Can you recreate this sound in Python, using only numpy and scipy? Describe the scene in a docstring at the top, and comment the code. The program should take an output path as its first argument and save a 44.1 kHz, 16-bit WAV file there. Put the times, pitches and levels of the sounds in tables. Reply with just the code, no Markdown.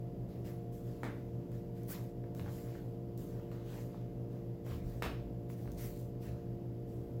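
"""Air conditioning hums and throbs throughout: beating tones over shaped duct and vent noise.
A martial artist runs through a form on foam mats in a small hall: heavy uniform and bare soles rustle
and brush (grainy noise driven by limb speed), weight lands in soft booms (decaying sines), two elbow
strikes slap the palm and small snaps pop (noise bursts with echoes), pivots whip past (swelling noise bands).
"""
import sys
import numpy as np
from scipy import signal
from scipy.fft import rfft, irfft, next_fast_len
from scipy.io import wavfile
from scipy.ndimage import uniform_filter1d, map_coordinates

SR = 44100
rng = np.random.default_rng(int(sys.argv[2]) if len(sys.argv) > 2 else 0)


def generate_wav(sig):
    """Save sig (samples, or channels by samples) to the path in sys.argv[1] as 16-bit PCM at SR."""
    pcm = np.round(np.clip(np.atleast_2d(sig).T, -1, 1) * 32767).astype(np.int16)
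    wavfile.write(sys.argv[1], SR, pcm)


N = 317520


def amp(db):
    """Decibels to gain."""
    return 10 ** (np.asarray(db) / 20)


def unit(x):
    """Scale to rms 1."""
    return x / np.sqrt(np.mean(x ** 2) + 1e-20)


def along(points, hz):
    """Interpolate (f/Hz, value) points on a log frequency axis."""
    f, v = np.transpose(points)
    return np.interp(np.log(hz + 1), np.log(f + 1), v)


def tuned(shape, hz):
    """Place a spectral shape (multiple of pitch, level/dB) at a pitch."""
    return [(multiple * hz, db) for multiple, db in shape]


def wobble(knots_per_s):
    """Smooth random curve through unit-variance normal knots."""
    knots = rng.standard_normal(int(N * knots_per_s / SR) + 4)
    return map_coordinates(knots, [np.arange(N) * knots_per_s / SR])


def filtered(x, response):
    """Multiply the spectrum of x by a response of frequency."""
    size = next_fast_len(N + SR // 2)
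    hz = np.fft.rfftfreq(size, 1 / SR)
    return irfft(rfft(x, size) * response(hz), size)[:N]


def coloured(x, spectrum):
    """Shape x by a spectrum, at rms 1."""
    return unit(filtered(x, lambda hz: amp(along(spectrum, hz))))


def impulse(spectrum, size=2048):
    """Minimum-phase click of energy 1 with this spectrum, via the folded cepstrum."""
    hz = np.fft.rfftfreq(size, 1 / SR)
    cepstrum = irfft(np.log(amp(along(spectrum, hz))))
    cepstrum[1:size // 2] *= 2
    cepstrum[size // 2 + 1:] = 0
    click = irfft(np.exp(rfft(cepstrum)))
    return click / np.linalg.norm(click)


def burst(spectrum, life_s, crumble, size=2048):
    """Sharp contact plus decaying noise (amplitude ratio crumble); energy of 1 ms at rms 1."""
    push = rng.standard_normal(size) * np.exp(-np.arange(size) / SR / life_s)
    push *= crumble / np.linalg.norm(push)
    push[0] += 1
    sound = signal.fftconvolve(push, impulse(spectrum))
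    return sound / np.linalg.norm(sound) * np.sqrt(SR / 1000)


def add(track, s, sound):
    """Mix a sound into the track at time s."""
    start = max(round(s * SR), 0)
    track[start:start + len(sound)] += sound[:max(N - start, 0)]


# reverberation time: f/Hz, t60/s
HALL_T60 = [(150, 1), (600, 0.31), (2000, 0.41), (4000, 0.46), (8000, 0.32), (15000, 0.37)]
# early wall echoes: delay/s, gain
WALL_ECHOES = [(.0083, 0.34), (0.0142, 0.15), (0.0166, 0.27), (0.024, 0.083), (0.028, .28), (.0318, .2),
               (.039, .18)]


def hall(x, tail_db, build_s):
    """Direct sound, discrete wall echoes, and a diffuse tail that builds up and decays by frequency."""
    hz, t, z = signal.stft(rng.standard_normal(SR * 2 // 3), SR, nperseg=256)
    decay = amp(-60 * t / along(HALL_T60, hz)[:, None])
    onset = 1 - np.exp(-t / build_s)
    tail = signal.istft(z * decay * onset, SR, nperseg=256)[1]
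    answer = amp(tail_db) * tail / np.linalg.norm(tail)
    answer[0] += 1
    for delay_s, gain in WALL_ECHOES:
        answer[round(delay_s * SR)] += gain
    return signal.fftconvolve(x, answer)


# machine tones, close neighbours beat: f/Hz, level/dB, phase wander/rad
HUM_TONES = [(41.1, -60, .5), (115.55, -54, .1), (120, -47.4, .1), (126.05, -51.2, .2), (172.3, -54, .7),
             (189.7, -55.5, .5), (231.1, -66, .2), (240, -65, .2), (252.1, -67, .4), (288.9, -58.5, .2),
             (346.6, -54.5, .3), (404.4, -62.5, .3), (462.1, -56.5, .9), (520, -70, .4), (582.1, -64, .9),
             (660.2, -76, .8), (702.1, -65.5, .9)]
# air in the ducts: f/Hz, relative level/dB per Hz
DUCT_SPECTRUM = [(12, -19.5), (25, -16), (45, 0.5), (100, 1), (140, -1.5), (185, 1), (250, -2), (310, -3.5),
                 (420, -7.5), (540, -8), (700, -16), (1000, -25), (1600, -43.5), (4000, -80)]
# vents and microphone: f/Hz, relative level/dB per Hz
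HISS_SPECTRUM = [(590, -25), (1000, -4.5), (1840, -8), (1980, -7), (2410, -11.5), (2790, -9.5),
                 (4240, -16.5), (4870, -12.5), (5650, -17), (7810, -18.5), (8670, -28), (12000, -13.5),
                 (15800, -17.5)]


def air_conditioner():
    """Mains and motor tones drift slightly and beat with each other over the rush of the ducts."""
    t = np.arange(N) / SR
    hum = np.zeros(N)
    for hz, db, wander_rad in HUM_TONES:
        phase = 2 * np.pi * (hz * t + rng.random()) + wander_rad * wobble(1.526)
        waver_db = (.5 + 1.6 * min(wander_rad, .6)) * wobble(6)
        hum += amp(db + waver_db) * np.sqrt(2) * np.sin(phase)
    ducts = amp(-50.5 + 1.2 * wobble(5)) * coloured(rng.standard_normal(N), DUCT_SPECTRUM)
    hiss = amp(-73) * coloured(rng.standard_normal(N), HISS_SPECTRUM)
    return hum + ducts + hiss


HOLD_S, FADE_DB = 0.025, 23  # time at full speed; then loss over the fade time
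BRAKE_SHARE = 0.24  # final stop, as a share of the fade time


def swing(start, rise, fade):
    """Limb speed over time: gathers pace, holds briefly, slows and comes to rest."""
    t = np.arange(N) / SR - start
    gathering = np.sin(np.pi / 2 * np.clip(t / rise, 0, 1))
    slowed = np.maximum(t - rise - HOLD_S, 0) / fade
    stop = np.clip((1 - slowed) / BRAKE_SHARE + 1, 0, 1)
    return gathering * amp(-FADE_DB * slowed) * stop


def friction(spectrum, grain_db, grain_per_s, patchy_db):
    """Fibres catch and let go: hiss in small clumps, its colour shifting in time and frequency."""
    grains = rng.standard_normal(N) * amp(grain_db * wobble(grain_per_s))
    z = signal.stft(grains, nperseg=512)[2]
    patches = uniform_filter1d(rng.standard_normal(z.shape), size=7, axis=0)
    patches = unit(uniform_filter1d(patches, size=12, axis=1))
    patchy = signal.istft(z * amp(patchy_db * patches), nperseg=512)[1][:N]
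    return coloured(patchy, spectrum)


# moves of sleeves, trouser legs and soles, levels before trim:
# t/s, rise/s, fade/s, rustle level/dB, brushing level/dB
STROKE_MOVES = [(.28, .015, 0.61, -71, -74), (.44, 0.025, 0.17, -60.5, -63.5),
                (.715, 0.027, 0.23, -72, -65.5), (.83, .06, 1, -69, -71.5), (1.505, 0.039, .16, -69.5, -71),
                (1.74, 0.036, 0.28, -69.5, -72), (1.872, 0.047, 0.18, -55.5, -55.5),
                (2.345, 0.042, .16, -66, -64), (2.43, .04, 0.23, -61, -71), (2.47, 0.085, 0.39, -63, -61.5),
                (2.64, 0.096, 0.25, -65.5, -72), (3.168, 0.03, 0.36, -70, -63.5),
                (3.24, 0.1, 0.65, -67.5, -84), (3.51, 0.017, 0.39, -66, -73), (3.63, 0.15, 0.21, -61, -62),
                (3.88, 0.063, 0.37, -70, -80), (4.29, 0.044, 0.24, -71, -77),
                (4.635, 0.074, 0.2, -58.5, -64), (4.82, 0.083, .5, -67, -67), (5.485, 0.021, .11, -68, -65),
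                (5.56, 0.03, 0.67, -70, -68.5), (5.765, .05, .25, -61.5, -54),
                (5.94, 0.055, 0.11, -80, -66), (6.2, 0.04, 0.14, -64, -64), (6.24, .05, 0.31, -66.5, -76),
                (6.86, 0.043, 0.75, -76, -73.5)]
# rustling folds: f/Hz, relative level/dB per Hz
CLOTH_SPECTRUM = [(400, 3), (850, 2), (1300, -1.5), (1900, -2), (2800, -7.5), (4200, -8.5), (7000, -15.5),
                  (12000, -56)]
# sliding skin and cloth: f/Hz, relative level/dB per Hz
BRUSH_SPECTRUM = [(1000, -42), (3000, -7.5), (5000, -4), (7500, -2), (9000, -6.5), (12000, -0.5),
                  (15500, 0.5)]


def strokes():
    """Each move rustles the folds of the uniform and slides cloth and soles along."""
    rustle, brushing = np.zeros(N), np.zeros(N)
    for start, rise, fade, rustle_db, brush_db in STROKE_MOVES:
        speed = swing(start, rise, fade)
        # overlapping moves add in power
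        rustle = np.hypot(rustle, amp(rustle_db) * speed)
        brushing = np.hypot(brushing, amp(brush_db) * speed)
    cloth = friction(CLOTH_SPECTRUM, grain_db=0.4, grain_per_s=240, patchy_db=2.9)
    skin = friction(BRUSH_SPECTRUM, grain_db=0.9, grain_per_s=700, patchy_db=2.5)
    folds = amp(0.94) * rustle * cloth
    slides = amp(0.86) * brushing * skin
    return folds + slides + creases(rustle)


# pop of taut or buckling cloth: multiple of pitch, relative level/dB per Hz
POP_SHAPE = [(.2, -27), (.6, 5.5), (1, -2), (1.4, -4), (2, -17.5), (3.5, -33), (10, -53)]
CREASES_PER_S, CREASE_HZ = 33, 1600
CREASE_DB, CREASE_SPREAD_DB = -2, 0.5  # relative to the rustle


def creases(rustle):
    """Folds buckle at random moments, as loud as the cloth is moving."""
    chance, size = rng.random(N), rng.standard_normal(N)
    level = amp(CREASE_DB + CREASE_SPREAD_DB * size) * rustle
    buckles = (chance < CREASES_PER_S / SR) * level
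    pop = burst(tuned(POP_SHAPE, CREASE_HZ), life_s=0.0016, crumble=0.43)
    pops = signal.fftconvolve(buckles, pop)
    return hall(pops, tail_db=2, build_s=.015)[:N]


# weight landing on the mats, level before trim: t/s, level/dB, f/Hz
FOOTFALLS = [(0.442, -49, 84), (2.40, -33.5, 90.7), (4.701, -35, 76), (4.78, -49, 30), (4.83, -38.5, 45.1),
             (4.93, -42, 61.8), (5.041, -38, 59.4), (5.198, -38, 57.2), (5.66, -39.5, 51.4),
             (5.76, -46, 36.8), (6.269, -38.5, 70), (6.94, -42, 79)]
BOOM_CYCLES = 32  # cycles per 60 dB of decay


def steps():
    """Foam softens each footfall's attack, leaving a boom of floor and room; deep ones last longest."""
    track, t = np.zeros(N), np.arange(SR * 2 // 3) / SR
    attack = 1 - np.exp(-t / 0.035)
    for s, db, hz in FOOTFALLS:
        boom = np.sin(2 * np.pi * hz * t) + .3 * np.sin(2 * np.pi * hz * 1.45 * t)
        decay = amp(db - 60 * t * hz / BOOM_CYCLES)
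        add(track, s, decay * attack * boom)
    return amp(2.5) * track


# elbow strikes into the palm: t/s, smack level/dB, cupped-hand f/Hz, crack level/dB
ELBOW_STRIKES = [(1.0334, -32, 1210, -52.5), (5.0231, -29.5, 1460, -42)]
# contacts of forearm, fingers, then sleeve: delay/s, smack offset/dB, crack offset/dB
STRIKE_CONTACTS = [(0, 1, 2), (.0022, -4, -2.5), (.0088, -9.5, 1.5), (0.0157, -14.5, -9)]
# air trapped in the palm: multiple of pitch, relative level/dB per Hz
PALM_SHAPE = [(.04, -36), (.1, -2), (.2, 11), (.42, 8.5), (.75, 5.5), (1.15, 2), (1.8, -2), (2.4, -15),
              (4, -29), (7, -32.5), (12, -48)]
# skin and sleeve: f/Hz, relative level/dB per Hz
CRACK_SPECTRUM = [(1000, -5), (2200, 6), (3800, 0), (6000, -5), (9000, -9), (15000, -10.5)]


def slaps():
    """The forearm lands in the palm: trapped air smacks, skin and sleeve crack, and the hall answers."""
    track = np.zeros(N)
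    for s, smack_db, hz, crack_db in ELBOW_STRIKES:
        for delay_s, push_db, sting_db in STRIKE_CONTACTS:
            smack = burst(tuned(PALM_SHAPE, hz), life_s=.002, crumble=.35)
            smack = amp(smack_db + push_db) * hall(smack, tail_db=1.5, build_s=.014)
            crack = burst(CRACK_SPECTRUM, life_s=.002, crumble=1.9)
            crack = amp(crack_db + sting_db) * hall(crack, tail_db=2.5, build_s=.006)
            add(track, s + delay_s, smack + crack)
    return track


# snaps of cloth, belt and toes: t/s, pop level/dB, pop f/Hz, tick level/dB
SMALL_SNAPS = [(1.518, -61, 2000, -59), (1.8343, -71, 3000, -55), (2.2404, -54, 1500, -75),
               (2.3497, -58, 2490, -51), (2.3956, -48, 1460, -63), (2.396, -47.5, 3280, -71),
               (2.4619, -45, 1100, -72), (2.479, -49, 1680, -72), (2.7525, -49.5, 1260, -71),
               (3.1768, -75, 5570, -48), (3.398, -54, 1300, -75), (3.516, -51.5, 1870, -60),
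               (3.945, -46, 950, -90), (4.6649, -46.5, 1100, -55), (4.7198, -46.5, 1770, -58),
               (5.5005, -50, 1760, -68), (5.6571, -52, 1300, -75), (5.6761, -50.5, 1630, -70),
               (5.7185, -62, 6000, -49.5)]
# fine tick: f/Hz, relative level/dB per Hz
TICK_SPECTRUM = [(1500, -32), (4000, -2), (6500, 6), (9000, -2), (15000, 6.5)]


def snaps():
    """Cloth pulls taut and toes peel off the vinyl: a dull pop with a fine tick."""
    track = np.zeros(N)
    for s, pop_db, hz, tick_db in SMALL_SNAPS:
        pop = amp(pop_db) * burst(tuned(POP_SHAPE, hz), life_s=0.0036, crumble=0.67)
        tick = amp(tick_db) * burst(TICK_SPECTRUM, life_s=0.0017, crumble=0.99)
        add(track, s, hall(pop + tick, tail_db=-7, build_s=.015))
    return track


# pivoting soles and whipping sleeves: t/s, level/dB, Gaussian half length/s, f/Hz
PIVOT_SLIDES = [(1.914, -48, 0.02, 15500), (1.915, -58, 0.018, 7800), (1.948, -62, 0.016, 4300),
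                (3.767, -68, 0.039, 2660), (4.733, -66.5, 0.028, 3400), (5.788, -64.5, .01, 5700),
                (5.834, -62, 0.035, 2140), (5.86, -60, 0.028, 13500)]
# band of sliding noise: multiple of pitch, relative level/dB per Hz
VINYL_SHAPE = [(.3, -52), (.6, -11), (.82, -7), (1, -2.5), (1.2, -8.5), (1.7, -19), (3, -35)]


def pivots():
    """A quick slide swells and fades as a band of grainy noise at its own pitch."""
    t = np.arange(N) / SR
    track = np.zeros(N)
    for s, db, half_s, hz in PIVOT_SLIDES:
        pressure = amp(db) * np.exp(-.5 * ((t - s) / half_s) ** 2)
        grain = friction(tuned(VINYL_SHAPE, hz), grain_db=2.0, grain_per_s=600, patchy_db=-1.0)
        track += pressure * grain
    return track


def scene():
    """The form over the steady hum of the hall, one channel."""
    moves = strokes() + pivots() + slaps() + snaps() + steps()
    return (air_conditioner() + moves)[None]


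TOP_HZ = 15900


def record(dry):
    """Band limit: nothing passes at or above TOP_HZ."""
    return np.array([filtered(channel, lambda hz: hz < TOP_HZ) for channel in dry])


dry = scene()
out = record(dry)
generate_wav(out)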